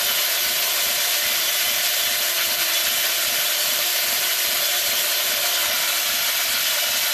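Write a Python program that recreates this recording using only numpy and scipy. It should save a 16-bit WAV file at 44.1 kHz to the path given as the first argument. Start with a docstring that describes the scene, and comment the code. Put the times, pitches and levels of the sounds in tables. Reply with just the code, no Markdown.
"""An electric chainsaw grinds steadily through a wet stone block in a pit, a few steps away.
Chain links drag grit over the stone and ring the guide bar and the housing; motor, gears and chain whine
through the rasp and sag when the cut binds. One thin squeak rises through the grinding.
Slurry hisses, and a small water pump thumps softly underneath."""
import sys
import numpy as np
from scipy import signal
from scipy.fft import rfft, irfft
from scipy.io import wavfile

SR = 44100
rng = np.random.default_rng(int(sys.argv[2]) if len(sys.argv) > 2 else 0)


def master_out(mix):
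    """Clip the mix to full scale and print it as 16-bit PCM to the path in sys.argv[1]."""
    frames = np.transpose(np.atleast_2d(mix))
    ceiling = np.clip(frames, -1, 1)
    pcm = np.round(ceiling * 32767).astype(np.int16)
    wavfile.write(sys.argv[1], SR, pcm)


N = 314433
TIME = np.arange(N) / SR
HZ = np.fft.rfftfreq(N, 1 / SR)
FREE_HZ, LINKS_PER_TURN = 355, 2.949  # free-running shaft speed; chain links per shaft turn

# guide bar and chain resonances: (frequency [Hz], width [Hz], gain [dB])
BAR_MODES = [(843, 71, -2), (946, 82, 3), (1025, 56, 1.5), (1071, 27, 2.2), (1137, 75, 1.5),
             (1198, 60, 3.3), (1357, 116, 0), (1433, 50, 4), (1495, 38, 6.5), (1548, 40, 4.2),
             (1742, 134, 1.6), (1831, 70, 3), (1937, 45, 0), (2030, 60, 1.5), (2120, 130, .5),
             (2193, 28, 2.5), (2286, 45, 3), (2345, 55, 5.6), (2582, 75, 2.2), (2635, 25, 0),
             (2723, 45, .8), (2853, 70, 2.3), (2950, 100, 2.8), (3029, 52, 5.3), (3092, 48, 6.2),
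             (3195, 60, 2), (3321, 73, -1.7), (3400, 25, 1), (3547, 45, 2.5), (3596, 26, 1.5),
             (3705, 35, 3), (3770, 35, 1.5), (3875, 40, .5), (3927, 28, 6), (3975, 110, 3), (4035, 35, 1),
             (4160, 90, 5), (4250, 24, 6.5), (4316, 40, 1), (4425, 40, 0), (4535, 100, 5.4),
             (4672, 35, 2.5), (4775, 30, 1), (4825, 40, 1), (4903, 40, 5), (4955, 45, 3), (5028, 35, 2),
             (5091, 35, 5), (5155, 35, 0), (5460, 70, -.5), (5577, 60, -2), (5680, 80, 2.5),
             (5790, 90, -.5), (6030, 150, 0), (6150, 90, 1.5), (6540, 100, -3), (6790, 60, -2),
             (6960, 110, -1), (7570, 160, 2), (7784, 60, -2), (7996, 100, 2), (8118, 60, -.5),
             (8344, 70, -1), (8624, 70, -1), (9202, 85, 2), (11197, 130, 7)]
# strongest ringing modes of the steel bar: (frequency [Hz], width [Hz], relative gain [dB])
STRONG_MODES = [(3441, 40, 10.5), (8002, 45, 9)]


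def amp(db):
    """Decibels to gain."""
    return 10 ** (np.asarray(db) / 20)


def unit_rms(x):
    """Scales to rms 1."""
    return x / np.sqrt(np.mean(x ** 2) + 1e-20)


def curve(rows):
    """(time, value) rows interpolated at every sample."""
    return np.interp(TIME, *np.transpose(rows))


def spectrum_gain(points):
    """(Hz, dB) rows as gain per bin, interpolated over log frequency."""
    hz, db = np.transpose(points)
    return amp(np.interp(np.log(HZ + 1), np.log(hz + 1), db))


def swell(at_s, db, length_s):
    """Bell-shaped level change in dB."""
    return db * np.exp(-(2 * (TIME - at_s) / length_s) ** 2)


def wander(hz, hop=64):
    """Smooth random drift, rolled off above hz; rms 1."""
    t = TIME[::hop]
    rolloff = 1 + (np.fft.rfftfreq(len(t), hop / SR) / hz) ** 4
    slow = irfft(rfft(rng.standard_normal(len(t))) / rolloff, len(t))
    return unit_rms(np.interp(TIME, t, slow))


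def peaks(modes):
    """Power response of steep-sided resonances."""
    return sum(amp(db) ** 2 / (1 + (2 * (HZ - hz) / width) ** 2) ** 2 for hz, width, db in modes)


def ring(x, gain):
    """Minimum-phase filter: every tick rings after its blow; rms 1."""
    cepstrum = irfft(np.log(np.maximum(gain, 1e-5)), N)
    cepstrum[1:N // 2 + 1] *= 2
    cepstrum[N // 2 + 1:] = 0
    return unit_rms(irfft(rfft(x) * np.exp(rfft(cepstrum)), N))


def steady(x, hz):
    """Evens out level changes slower than hz; rms 1."""
    power = irfft(rfft(x ** 2) * np.exp(-(HZ / hz) ** 2), N)
    return unit_rms(x / np.sqrt(np.maximum(power, 1e-3)))


def grit(turns, grains_per_s, spread_db, grain_share, link_depth, judder_db):
    """Fine abrasion plus single cracking grains, pulsing as each link meets the stone."""
    grains = (rng.random(N) < grains_per_s / SR) * rng.choice([-1, 1], N)
    grains = unit_rms(grains * amp(spread_db * np.minimum(rng.exponential(1, N), 5)))
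    force = np.sqrt(1 - grain_share) * rng.standard_normal(N) + np.sqrt(grain_share) * grains
    link_pulse = 1 + link_depth * np.cos(2 * np.pi * LINKS_PER_TURN * turns)
    return force * link_pulse * amp(judder_db * wander(27))


def whine(turns, partials, flutter_db, slip_rad):
    """Partials locked to a turning part; each flutters and slips under the uneven load."""
    out = np.zeros(N)
    for order, db in partials:
        level = amp(db + flutter_db * wander(9))
        phase = 2 * np.pi * (order * turns + rng.random()) + slip_rad * wander(25)
        out += level * np.sqrt(2) * np.cos(phase)
    return out


def throb(turns, depth_db):
    """Level swing in dB from the uneven chain, in step with the drive; depth_db per component."""
    # (period [shaft turns], first peak at free speed [s])
    cycles = [(31.15, .007), (53.05, .139), (4.072, .001)]
    return depth_db * sum(np.cos(2 * np.pi * (turns - s * FREE_HZ) / period) for period, s in cycles)


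def pump_knocks(start_s=.01, stroke_s=.40258, rise_s=.0042):
    """Every stroke repeats the same dull knocks; each wakes the modes near its own push."""
    # (time in stroke [s], level [dB], push centre [Hz], push spread [octaves])
    knocks = [(.008, -45.5, 232, .15), (.036, -43.5, 125, .25), (.047, -42.5, 228, .22),
              (.087, -36, 250, 0.11), (0.114, -49, 125, 0.46), (.152, -41, 148, 0.11),
              (.178, -47.5, 230, 0.35), (0.233, -51, 235, .2)]
    # pump and hose: (frequency [Hz], gain [dB], t60 [s])
    modes = [(65, -3, 0.2), (95, 9, 0.09), (130, 0.5, 0.14), (156, 3.5, 0.078), (196, 3, 0.09),
             (224.8, 2, 0.13), (245, -3.5, 0.17)]
    t = TIME[:SR // 2]
    stroke = np.zeros(len(t))
    for at_s, knock_db, centre_hz, octaves in knocks:
        age_s = np.maximum(t - at_s, 0)
        for hz, db, t60_s in modes:
            push = np.exp(-.5 * (np.log2(hz / centre_hz) / octaves) ** 2)
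            envelope = (1 - np.exp(-age_s / rise_s)) * np.exp(-np.log(1000) * age_s / t60_s)
            stroke += push * amp(knock_db + db) * envelope * np.sin(2 * np.pi * hz * age_s)
    beats = np.zeros(N)
    beats[(np.arange(start_s, TIME[-1], stroke_s) * SR).astype(int)] = 1
    return signal.fftconvolve(beats, stroke)[:N]


def pump_thumps(hz=63, half_width_s=.018):
    """Each stroke pushes a slug of water down the hose: a couple of slow cycles."""
    # (time [s], level [dB])
    thumps = [(.057, -54), (.476, -49), (.871, -49), (1.265, -50), (1.66, -49.5), (2.086, -52),
              (2.488, -50), (2.88, -49), (3.274, -51), (3.698, -50.5), (4.1, -51), (4.485, -50),
              (4.887, -50), (5.283, -50.5), (5.68, -48), (6.116, -50), (6.499, -49), (6.896, -52)]
    out = np.zeros(N)
    for at_s, db in thumps:
        envelope = amp(db) * np.exp(-((TIME - at_s) / half_width_s) ** 2)
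        out += envelope * np.sqrt(2) * np.sin(2 * np.pi * hz * (TIME - at_s))
    return out


def fan(turns, sag_hz, air_db=-50.5, air_db_per_hz=-.3069):
    """The rotor hums at shaft speed and blows cooling air; both fade under load."""
    # rotor hum: (time [s], level [dB])
    hum = [(0, -55), (.65, -51), (1.55, -55.5), (1.95, -55), (2.55, -50), (3.35, -54.5), (4.15, -51),
           (5.1, -50.5), (5.9, -54), (6.4, -57), (7.13, -60)]
    # air vent resonance: (frequency [Hz], width [Hz], gain [dB])
    vent = [(407, 124, 0)]
    air = ring(rng.standard_normal(N), np.sqrt(peaks(vent))) * amp(air_db + air_db_per_hz * sag_hz)
    return air + whine(turns, [(1, 0)], flutter_db=1.8, slip_rad=.27) * amp(curve(hum))


def squeak():
    """One thin, unsteady partial that dips and slides upward."""
    # (time [s], pitch [Hz], level [dB])
    glide = [(1.868, 4100, -60), (1.885, 3770, -34), (1.903, 3950, -41), (1.92, 4160, -31.5),
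             (1.936, 4600, -37), (1.948, 5030, -32.5), (1.962, 5250, -60)]
    at_s, hz, db = np.transpose(glide)
    phase = 2 * np.pi * np.cumsum(np.interp(TIME, at_s, hz)) / SR + .6 * wander(120)
    gate = (TIME > at_s[0]) * (TIME < at_s[-1])
    return amp(np.interp(TIME, at_s, db)) * gate * np.sqrt(2) * np.sin(phase)


def slurry(turns, level_db=-24, sputter_s=.055):
    """Wet slurry sprays out of the slot and thins when the cut binds."""
    # spray spectrum: (frequency [Hz], relative density [dB])
    spectrum = [(6000, -50), (10000, -6), (11000, -.5), (11600, 2.3), (11950, 6.3), (12150, 6),
                (12350, 8.3), (12800, 7), (13120, 3.7), (13450, 3.7), (13650, 1.7), (14000, 1.2)]
    # spray flow: (time [s], gain [dB])
    flow = [(0, 0), (3.5, -0.7), (4.2, 0.5), (5.2, -0.2), (5.9, -2), (6.25, -1), (7.13, -1.5)]
    # brief dips of the hiss: (time [s], gain [dB])
    sputters = [(2.11, -1.3), (4.36, -1.5), (6.47, -2)]
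    sputter_db = sum(swell(at_s, db, sputter_s) for at_s, db in sputters)
    drops = grit(turns, grains_per_s=2300, spread_db=2.5, grain_share=.13, link_depth=.1, judder_db=.8)
    return ring(drops, spectrum_gain(spectrum)) * amp(level_db + curve(flow) + sputter_db)


def bar_singing():
    """The rubbing chain keeps a few bar modes ringing; now and then one flares."""
    # (frequency [Hz], width [Hz], base level [dB])
    modes = [(2027, 36, -45.8), (3035, 52, -47), (3438, 31, -43.2), (8002, 36, -48.6)]
    # (time [s], approximate mode frequency [Hz], rise [dB], length [s])
    flares = [(.08, 3035, 10, .2), (1.01, 3440, 14, .08), (1.28, 2027, 10, 0.23), (1.33, 3440, 8, .3),
              (1.48, 3440, 5, .08), (1.482, 3035, 10, .1), (1.66, 3035, 13, .13), (1.698, 2027, 7, 0.62),
              (1.868, 3440, 13, .07), (2.04, 3440, 13, 0.12), (2.138, 2027, 16.5, 0.063),
              (2.76, 2027, 10, .18), (2.763, 3440, 12, .08), (2.78, 3035, 4, .09), (3.023, 2027, 9, .14),
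              (3.18, 3440, 5.5, .07), (3.457, 3440, 9, .08), (3.66, 3035, 10, .24), (4.29, 2027, 11, 0.076),
              (4.682, 3440, 11, 0.22), (4.98, 3440, 11, .09), (5.678, 2027, 7, 0.18), (5.87, 3035, 14, .08),
              (5.89, 3440, 6, .1), (7.02, 2027, 10, 0.078)]
    out = np.zeros(N)
    for hz, width_hz, db in modes:
        flare_db = sum(swell(at_s, rise_db, length_s)
                       for at_s, mode_hz, rise_db, length_s in flares if abs(mode_hz / hz - 1) < .1)
        tone = ring(rng.standard_normal(N), np.sqrt(peaks([(hz, width_hz, 0)])))
        out += steady(tone, hz=9) * amp(db + flare_db)
    return out


def drive(turns, gear_ratio=4):
    """Motor and gears whine through the bar's modes, the links through the sprocket guard."""
    # motor and fan: (order [x shaft speed], relative level [dB])
    motor_partials = [(2, -54), (5, -63), (7, -46), (8, -53), (9, -46.5), (10, -56.5), (12, -49), (13, -50)]
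    # gears: (order [x sprocket speed], relative level [dB])
    gear_partials = [(17, -50.5), (18, -54.5), (21, -50.5), (33, -46), (35, -58), (39, -49), (41, -42.5),
                     (42, -60), (47, -47), (49, -57), (51, -59), (53, -51)]
    # links on the sprocket: (order [x shaft speed], relative level [dB])
    link_partials = [(2.699, -51.8), (2.949, -51.3), (5.89, -53.5)]
    # link whine coming and going: (time [s], gain [dB])
    link_gain = [(0, 3), (.7, 7.5), (1.2, 2.5), (1.7, -4), (2.4, 5), (2.9, 1), (3.3, -4), (4.05, 5.5),
                 (4.55, -2), (5.3, 3), (5.75, 8), (6.05, -1), (6.45, -1), (6.7, 3), (7.13, 7)]
    # sprocket guard: (frequency [Hz], width [Hz], gain [dB])
    guard_modes = [(1008, 300, -1.5), (1990, 200, 3)]
    motor = amp(-1) * whine(turns, motor_partials, flutter_db=4, slip_rad=.19)
    gears = amp(-5.5) * whine(turns / gear_ratio, gear_partials, flutter_db=4, slip_rad=.14)
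    links = amp(curve(link_gain)) * whine(turns, link_partials, flutter_db=2, slip_rad=.45)
    via_bar = rfft(motor + gears) * np.sqrt(1 + peaks(BAR_MODES + STRONG_MODES))
    via_guard = rfft(links) * np.sqrt(peaks(guard_modes))
    return irfft(via_bar + via_guard, N)


def housing(turns, sag_hz, level_db=-37, db_per_hz=-.0638):
    """Grit shakes the housing into a drone, less as the motor sags."""
    # (frequency [Hz], width [Hz], relative gain [dB])
    modes = [(525, 70, 3.6), (577, 26, 13.0), (598, 17, 17.6), (623, 16, 14.5), (658, 28, 14.0),
             (688, 40, 9.5), (709, 31, 15.8)]
    # swells and dips of the drone: (time [s], gain [dB], length [s])
    swells = [(0.457, -2, 0.15), (1.45, -2, 0.2), (3.552, 0.5, 0.71), (4.38, -6, 0.11), (4.662, 2, 0.24),
              (5.434, 3.5, 0.18), (5.708, 8, 0.042), (6.617, -5.5, 0.11), (6.828, 4, 0.11)]
    rattle = grit(turns, grains_per_s=400, spread_db=1, grain_share=.054, link_depth=.049, judder_db=-1.5)
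    drone = steady(ring(rattle, np.sqrt(peaks(modes))), hz=8.5)
    drone_db = level_db + db_per_hz * sag_hz + sum(swell(*row) for row in swells)
    return drone * amp(drone_db + throb(turns, depth_db=.4))


def bar_growl(turns, bite_db, growl_per_bite=.8):
    """The bar's bending modes growl when it is pressed."""
    # (frequency [Hz], width [Hz], relative gain [dB])
    modes = [(1360, 110, -4), (1433, 55, 0), (1492, 50, -2)]
    # (time [s], base level [dB])
    levels = [(0, -46), (1.5, -48), (1.8, -48), (2.25, -45), (2.7, -44), (3.3, -38.5), (3.9, -52),
              (4.3, -44), (5.2, -46), (5.6, -36.5), (5.95, -36.5), (6.3, -40), (7.13, -38)]
    force = grit(turns, grains_per_s=700, spread_db=6, grain_share=.86, link_depth=.1, judder_db=-1.5)
    growl = steady(ring(force, np.sqrt(peaks(modes))), hz=8)
    return growl * amp(curve(levels) + growl_per_bite * bite_db + throb(turns, depth_db=1))


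def moving_contact(x, depth_db, rate_hz, bands):
    """As the contact moves along the bar, each band of modes swells and fades on its own; rms 1."""
    position = np.interp(np.log(HZ + 1), np.log([1500, 7000]), [0, bands - 1])
    spectrum = rfft(x)
    parts = (irfft(spectrum * np.maximum(1 - abs(position - k), 0), N) for k in range(bands))
    return unit_rms(sum(part * amp(depth_db * wander(rate_hz)) for part in parts))


def bite(x, db, centre_hz=1850, width_hz=1400):
    """Pressing harder swells the bar's low modes by db."""
    low = irfft(rfft(x) / (1 + (2 * (HZ - centre_hz) / width_hz) ** 8), N)
    return x + low * (amp(db) - 1)


def cut(turns, rasp_db=-23, skid_s=.032):
    """Grit dragged over stone makes the bar rasp and growl; the chain catches and skids."""
    # grit on stone: (frequency [Hz], relative density [dB])
    spectrum = [(25, -31), (48, -27), (88, -18), (130, -24.5), (270, -21), (380, -18.5), (780, -14.5),
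                (1700, -6), (3200, -3), (4500, -5), (5300, -5), (7000, -5), (8400, -11), (9600, -8.5),
                (12000, -19)]
    # hard spots: (time [s], rasp gain [dB], low-mode gain [dB], length [s])
    catches = [(0.2, 1.2, 2, 0.034), (0.792, 0.5, 3, .03), (1.022, 0.8, 0, 0.054), (1.145, 2.5, 0, 0.042),
               (1.25, -0.5, 2, .03), (1.356, 0.5, 1.5, .03), (1.613, 1, 2, .031), (1.867, 1.7, 0, 0.046),
               (2.413, 0, 5, 0.04), (2.617, 2.2, 2, 0.025), (2.7, 0, 2.7, .04), (2.783, 2, -1, .06),
               (2.873, 2, 0, .029), (3.056, 1.5, 3.6, .032), (3.817, 0, 3.5, .025), (4.748, .5, 2.5, 0.033),
               (4.982, 1, -1, .035), (5.464, 1, 2.5, .03), (5.553, 2.5, -3, .03), (5.65, 1, 0, .03),
               (5.833, .8, 1, .025), (6.42, 0, 1.6, .024), (6.558, 0.5, 3, 0.021), (6.67, 2.2, -0.5, .035),
               (6.987, 2.3, -5, .034)]
    # chain losing its bite: (time [s], rasp gain [dB])
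    skids = [(.38, -1), (2.18, -2.5), (2.34, -2), (2.48, -1), (2.57, -4), (5.41, -2)]
    catch_db = sum(swell(at_s, db, length_s) for at_s, db, _, length_s in catches)
    bite_db = sum(swell(at_s, db, length_s) for at_s, _, db, length_s in catches)
    skid_db = sum(swell(at_s, db, skid_s) for at_s, db in skids)
    force = grit(turns, grains_per_s=2500, spread_db=3, grain_share=.15, link_depth=.049, judder_db=.38)
    steel = np.sqrt(1 + peaks(BAR_MODES) + .32 * peaks(STRONG_MODES))
    rasp = ring(force, spectrum_gain(spectrum) * steel)
    rasp = moving_contact(rasp, depth_db=.84, rate_hz=37, bands=12)
    rasp = moving_contact(rasp, depth_db=1.1, rate_hz=14, bands=38)
    rasp = bite(steady(rasp, hz=5), bite_db + throb(turns, depth_db=.4))
    return rasp * amp(rasp_db + catch_db + skid_db) + bar_growl(turns, bite_db)


def scene():
    """Saw and pump, the same in both channels."""
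    # motor sagging as the bar leans into the cut: (time [s], shaft speed [Hz])
    speed = [(0.0, 353.2), (0.25, 353.0), (1.0, 350.0), (1.4, 345.2), (1.8, 343.8), (2.3, 347.8),
             (2.57, 348.0), (2.8, 342.2), (3.05, 338.8), (3.55, 345.5), (3.95, 346.6), (4.35, 352.6),
             (5.4, 355.3), (5.78, 334.0), (5.9, 328.0), (6.15, 321.9), (6.4, 324.0), (6.7, 326.8),
             (7.13, 327.0)]
    shaft_hz = curve(speed)
    sag_hz = FREE_HZ - shaft_hz
    turns = np.cumsum(shaft_hz * (1 + .00076 * wander(9.3))) / SR
    grinding = cut(turns) + housing(turns, sag_hz) + slurry(turns) + bar_singing()
    sound = grinding + drive(turns) + fan(turns, sag_hz) + squeak() + pump_knocks() + pump_thumps()
    return np.array([sound, sound])


def record(dry, low_hz=38, high_hz=14060):
    """Bass roll-off and a steep treble limit."""
    thin = signal.sosfilt(signal.butter(2, low_hz, "highpass", fs=SR, output="sos"), dry)
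    lowpass = signal.firwin(1023, high_hz, window=("kaiser", 9), fs=SR)
    return signal.oaconvolve(thin, lowpass[None], "same")


dry = scene()
out = record(dry)
master_out(out)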